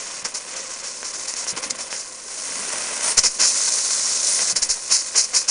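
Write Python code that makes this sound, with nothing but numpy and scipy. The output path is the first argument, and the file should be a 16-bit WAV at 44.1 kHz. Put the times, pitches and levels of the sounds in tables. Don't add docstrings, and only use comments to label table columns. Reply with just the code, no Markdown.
import sys
import numpy as np
from scipy import signal
from scipy.fft import rfft, irfft
from scipy.io import wavfile

SR = 44100
rng = np.random.default_rng(int(sys.argv[2]) if len(sys.argv) > 2 else 0)


def dump(signal):
    limited = np.clip(np.atleast_2d(signal).T, -1, 1)
    pcm = np.round(limited * 32767).astype(np.int16)
    wavfile.write(sys.argv[1], SR, pcm)


N = 242793
T = np.arange(N) / SR

# peak_s, closing_s, level_db, spray_relative_db
BEATS = [(4.568, .013, -13.5, -19), (4.629, .012, -12.3, -23), (4.707, .021, -14, -25),
         (4.938, .039, -11.3, -19.5), (5.183, .036, -11.3, -19.5), (5.363, .031, -12.7, -19),
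         (5.498, .02, -12, -20)]
# start_s, level_db, pitch_hz
KNOCKS = [(.226, -38, 183), (1.528, -30, 183), (1.726, -38, 239), (3.173, -31, 165), (4.527, -31, 180)]
# frequency_hz, level_db
SPUTTER_COLOUR = [(60, -20.5), (140, -15.5), (220, -4), (400, -5), (600, 1), (830, -3), (1050, .5),
                  (1600, -1.3), (2000, 0), (2600, -1.5), (3300, -5.5), (4500, -8), (7000, -29.5)]
PORT_OPEN_S, PORT_CLOSE_S = .0065, .009


def port_openings():
    # open_s, hold_s, level_db, spray_relative_db
    chuffs = [(.252, .006, -23, -8), (.35, .018, -25.5, -12), (.568, .015, -33, -7), (.846, .04, -32, -8),
              (1.052, .018, -29, -10), (1.142, .016, -29.5, -9), (1.284, .011, -25, -15),
              (1.37, .022, -28.3, -15), (1.482, .018, -23.7, -18), (1.571, .008, -27, -6),
              (1.631, .016, -27, -7), (1.707, .001, -21.5, -18), (1.793, .024, -28.5, -10),
              (1.921, .07, -28.5, -10), (3.18, .008, -9, -15), (3.243, .021, -13.7, -14),
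              (3.41, .055, -14.5, -13), (4.397, .018, -23, -7), (4.503, .01, -20, -22)]
    single = [(s, PORT_OPEN_S + .17 * hold, hold, PORT_CLOSE_S + .5 * hold, db, wet)
              for s, hold, db, wet in chuffs]
    return single + [(s, .7 * fall, 0, fall, db, wet) for s, fall, db, wet in BEATS]


def exhaust(afterpuff_db=-11.5, spray_linger_s=.006):
    # frequency_hz, level_db
    chuff_colour = [(300, -34.5), (1000, -25), (2500, -17.5), (3500, -30), (4000, -13), (4400, -7.5),
                    (5000, -3.5), (5500, 0), (5900, -2), (6600, -2), (7300, -3.5), (8000, -13.5),
                    (8700, -9.5), (9600, -9)]
    puffs, splashes = [], []
    for s, rise, hold, fall, db, wet in port_openings():
        puffs.append(undb(db) * swell(s, rise, fall, hold))
        lead_s = 1.35 * (rise - PORT_OPEN_S)
        splashes.append(undb(db + wet) * swell(s - lead_s, .55 * rise, fall + spray_linger_s, hold / 2))
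    for s, fall, db, _ in BEATS:
        puffs.append(undb(db + afterpuff_db) * swell(s + 1.65 * fall, .55 * fall, .55 * fall))
    chuff = together(puffs) * steam(chuff_colour, undb(3 * np.tanh(walk(1100))), grain_db=.8)
    spray = together(splashes) * steam(SPUTTER_COLOUR, undb(2 * np.tanh(walk(500))), grain_db=3)
    return undb(1.5) * chuff + undb(.6) * spray


def leak(stall_edge_s=.018):
    # time_s, jet_db, sizzle_relative_db, sputter_relative_db
    seepage = [(0.0, -33.7, -7, -3.5), (.18, -34, -7, -5.5), (.31, -38, -4, -4.5), (.45, -38, -3, -2.5),
               (.54, -33.5, -8.5, -3.5), (.95, -34.5, -7.5, -7.5), (1.42, -30.3, -5.5, -7.5),
               (1.58, -37, 0, 0), (1.86, -38, -3.5, -2.5), (2.08, -38, -4, -6.5), (2.25, -38.5, -4.5, -6),
               (2.36, -32.7, -3, -7), (2.75, -29.7, -3, -1.5), (3.07, -28.5, -3, -3.5),
               (3.3, -33, -3.5, -10), (4.65, -35, -1.5, -4), (4.83, -32, -5.5, -11), (5.12, -31.5, -6, -9),
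               (5.45, -37, -6, -4)]
    # start_s, length_s, jet_db, sizzle_relative_db, sputter_relative_db
    stalls = [(3.045, .068, -24.5, .5, -5.5), (3.49, 1.02, -22.5, -7, -12.8), (4.29, .09, -35, 8.5, -15)]
    # frequency_hz, level_db
    jet_colour = [(2500, -36.5), (3500, -18.5), (4200, -8), (4800, -6), (5500, -1.5), (6500, -1),
                  (7400, -2.5), (8000, -7.5), (8800, -20), (10000, -37)]
    sizzle_colour = [(6000, -29.5), (7400, -16), (8000, 0), (8700, -1.5), (9500, 6.5), (10200, -6.5)]
    times, *columns = np.transpose(seepage)
    seep_db, sizzle_db, sputter_db = (np.interp(T, times, column) for column in columns)
    seep = undb(seep_db) * leak_gap()
    ajar = [(undb(db) * swell(s, stall_edge_s, stall_edge_s, length), fine, wet)
            for s, length, db, fine, wet in stalls]
    jet_flow = together([seep] + [flow for flow, _, _ in ajar])
    sizzle_flow = together([seep * undb(sizzle_db)] + [flow * undb(fine) for flow, fine, _ in ajar])
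    water_flow = together([undb(seep_db + sputter_db)] + [flow * undb(wet) for flow, _, wet in ajar])
    film = undb(1.2 * walk(600) + .8 * walk(70))
    jet = jet_flow * steam(jet_colour, film * undb(.9 * walk(110)), grain_db=2)
    sizzle = sizzle_flow * steam(sizzle_colour, film, grain_db=2.5)
    sputter = water_flow * steam(SPUTTER_COLOUR, film * undb(.8 * walk(120)), grain_db=3.5)
    return undb(.44) * jet + undb(2.84) * sizzle + undb(-.9) * sputter


def leak_gap(cover_lead_s=.007, pinch_lag_s=.011):
    covered = [.65 * swell(s - rise - cover_lead_s, .008, .008) for s, rise, *_ in port_openings()]
    pinched = [.8 * swell(s + pinch_lag_s, .014, .014) for s, *_ in KNOCKS]
    return np.prod(1 - np.minimum(covered + pinched, .95), axis=0)


def steam(colour, flutter, grain_db):
    bursts = rng.standard_normal(N) * undb(grain_db * np.minimum(walk(5000), 3))
    return unit(convolve(bursts * flutter, response(colour)))


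def spits(spatter_s=.0013):
    # start_s, level_db, body_relative_db
    drops = [(.2505, -6, -16), (.256, -6, -8), (.2604, -9, -8), (.3574, -7, -9), (1.030, -11, 0),
             (1.256, -16, 0), (1.339, -5.5, -10), (1.468, -12.5, 1), (1.577, -9.5, -1), (1.638, -12.5, -2),
             (1.708, 1.5, -23), (1.928, -8, 2), (3.407, -8, -6), (3.544, -6, -14), (3.597, -9, -17),
             (4.047, -6, -14), (4.560, -11, 2)]
    # frequency_hz, level_db
    snap_colour = [(500, -27), (3000, -16), (4500, -5), (5900, 0), (7000, 1), (8200, -10), (10000, -15)]
    out = np.zeros(N)
    snap, body = response(snap_colour), response(SPUTTER_COLOUR)
    age = T[:len(snap)]
    for s, db, body_db in drops:
        burst = .072 * rng.standard_normal(len(age)) * np.exp(-age / spatter_s)
        burst[0] = 1
        pop = np.convolve(burst, snap + undb(body_db) * body)
        start = int(s * SR)
        out[start:start + len(pop)] += undb(db) * pop / np.abs(pop).max()
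    return out


def knocks(contact_s=.004, t60_s=.1):
    out = np.zeros(N)
    for s, db, hz in KNOCKS:
        age = np.maximum(T - s, 0)
        modes = np.sin(2 * np.pi * hz * age) + .6 * np.sin(2 * np.pi * .74 * hz * age)
        out += undb(db) * modes * (1 - np.exp(-age / contact_s)) * np.exp(-np.log(1000) * age / t60_s)
    return out


def slugs():
    # peak_s, level_db, half_length_s, pitch_hz, width_hz
    passages = [(.62, -45, .16, 522, 22), (1.19, -47, .025, 390, 90), (1.66, -46, .2, 522, 26),
                (2.275, -47, .02, 420, 90), (3.07, -33.5, .05, 950, 300), (4.42, -41, .04, 1050, 300),
                (4.775, -42, .018, 650, 400)]
    return sum(undb(db) * swell(s, half, half) * resonance(hz, width)
               for s, db, half, hz, width in passages)


def feed_tube(count=700, low_hz=185, high_hz=430, cycles=7, rise=.12, simmer_db=-63, ring_db=-54):
    # peak_s, level_db, half_length_s
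    gurgles = [(1.22, -56, .1), (1.65, -48.5, .16), (2.61, -48, .18), (3.3, -57, .15), (4.5, -59, .12)]
    bubbling = together([undb(simmer_db)] + [undb(db) * swell(s, half, half) for s, db, half in gurgles])
    bubbles, age = np.zeros(N + 4096), T[:4096]
    for when, pitch, size in rng.random((count, 3)):
        turns = age * low_hz * (high_hz / low_hz) ** pitch
        life = turns / cycles
        phase = 2 * np.pi * turns * (1 + rise * life / 2)
        start = int(when * N)
        bubbles[start:start + len(age)] += size * np.sin(phase) * np.exp(-2 * life)
    return bubbling * unit(bubbles[:N]) + undb(ring_db) * resonance(hz=522, width_hz=32)


def gusts():
    # peak_s, level_db
    arrivals = [(3.186, -27), (3.262, -34), (3.425, -41), (4.575, -37.5), (4.63, -35), (4.705, -35)]
    push = sum(undb(db) * swell(s, .008, .02) for s, db in arrivals) * (1 + .3 * walk(130))
    return signal.sosfilt(signal.butter(1, 4, "high", fs=SR, output="sos"), push)


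def reflections(x, table_s=.00197, table_db=-14, wall_db=-17, t60_s=.18):
    age = T[:SR // 2]
    tail = rng.standard_normal(len(age)) * np.exp(-np.log(1000) * age / t60_s) * (age > .005)
    table_echo = np.interp(T - table_s, T, x)
    return x + undb(table_db) * table_echo + undb(wall_db) * convolve(x, tail / np.linalg.norm(tail))


def room_tone(level_db=-52):
    # frequency_hz, level_db
    room_colour = [(20, -1), (50, -6), (100, -9.5), (200, -6), (450, -3), (800, -7), (2000, -15),
                   (3500, -14), (10000, -26.5)]
    # pitch_hz, width_hz, level_db
    drones = [(500, 120, -59), (1050, 65, -54)]
    noise = undb(level_db) * unit(convolve(rng.standard_normal(N), response(room_colour, size=4096)))
    return noise + sum(undb(db + 1.5 * walk(4)) * resonance(hz, width) for hz, width, db in drones)


def undb(db):
    return 10 ** (np.asarray(db) / 20)


def unit(x):
    return x / np.sqrt(np.mean(x ** 2))


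def response(colour, size=1024):
    hz, db = np.transpose(colour)
    grid_hz = np.maximum(np.fft.rfftfreq(size, 1 / SR), 1)
    gain = undb(np.interp(np.log(grid_hz), np.log(hz), db))
    cepstrum = irfft(np.log(gain))
    cepstrum[1:size // 2] *= 2
    cepstrum[size // 2 + 1:] = 0
    impulse = irfft(np.exp(rfft(cepstrum)))
    return impulse / np.linalg.norm(impulse)


def convolve(x, impulse):
    return signal.fftconvolve(x, impulse)[:N]


def walk(rate_hz):
    knots = rng.standard_normal(N)
    return unit(np.interp(T * rate_hz, np.arange(N), knots))


def swell(peak_s, opening_s, closing_s, hold_s=0):
    offset = T - peak_s
    offset -= np.clip(offset, 0, max(hold_s, 0))
    width = np.maximum(np.where(offset < 0, opening_s, closing_s), .002)
    return np.exp(-(offset / width) ** 2)


def resonance(hz, width_hz):
    return unit(signal.lfilter(*signal.iirpeak(hz, hz / width_hz, fs=SR), rng.standard_normal(N)))


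def together(flows):
    return np.sqrt(sum(flow ** 2 for flow in flows))


def scene():
    engine = reflections(leak() + exhaust() + spits() + knocks())
    return (engine + feed_tube() + slugs() + gusts() + room_tone())[None]


def record(dry, top_hz=10050, ceiling=.88):
    lowpass = signal.ellip(12, .2, 85, top_hz, fs=SR, output="sos")
    heard = signal.sosfilt(lowpass, dry)
    rounded = heard / (1 + (heard / ceiling) ** 4) ** .25
    return signal.sosfiltfilt(lowpass, rounded)


dry = scene()
out = record(dry)
dump(out)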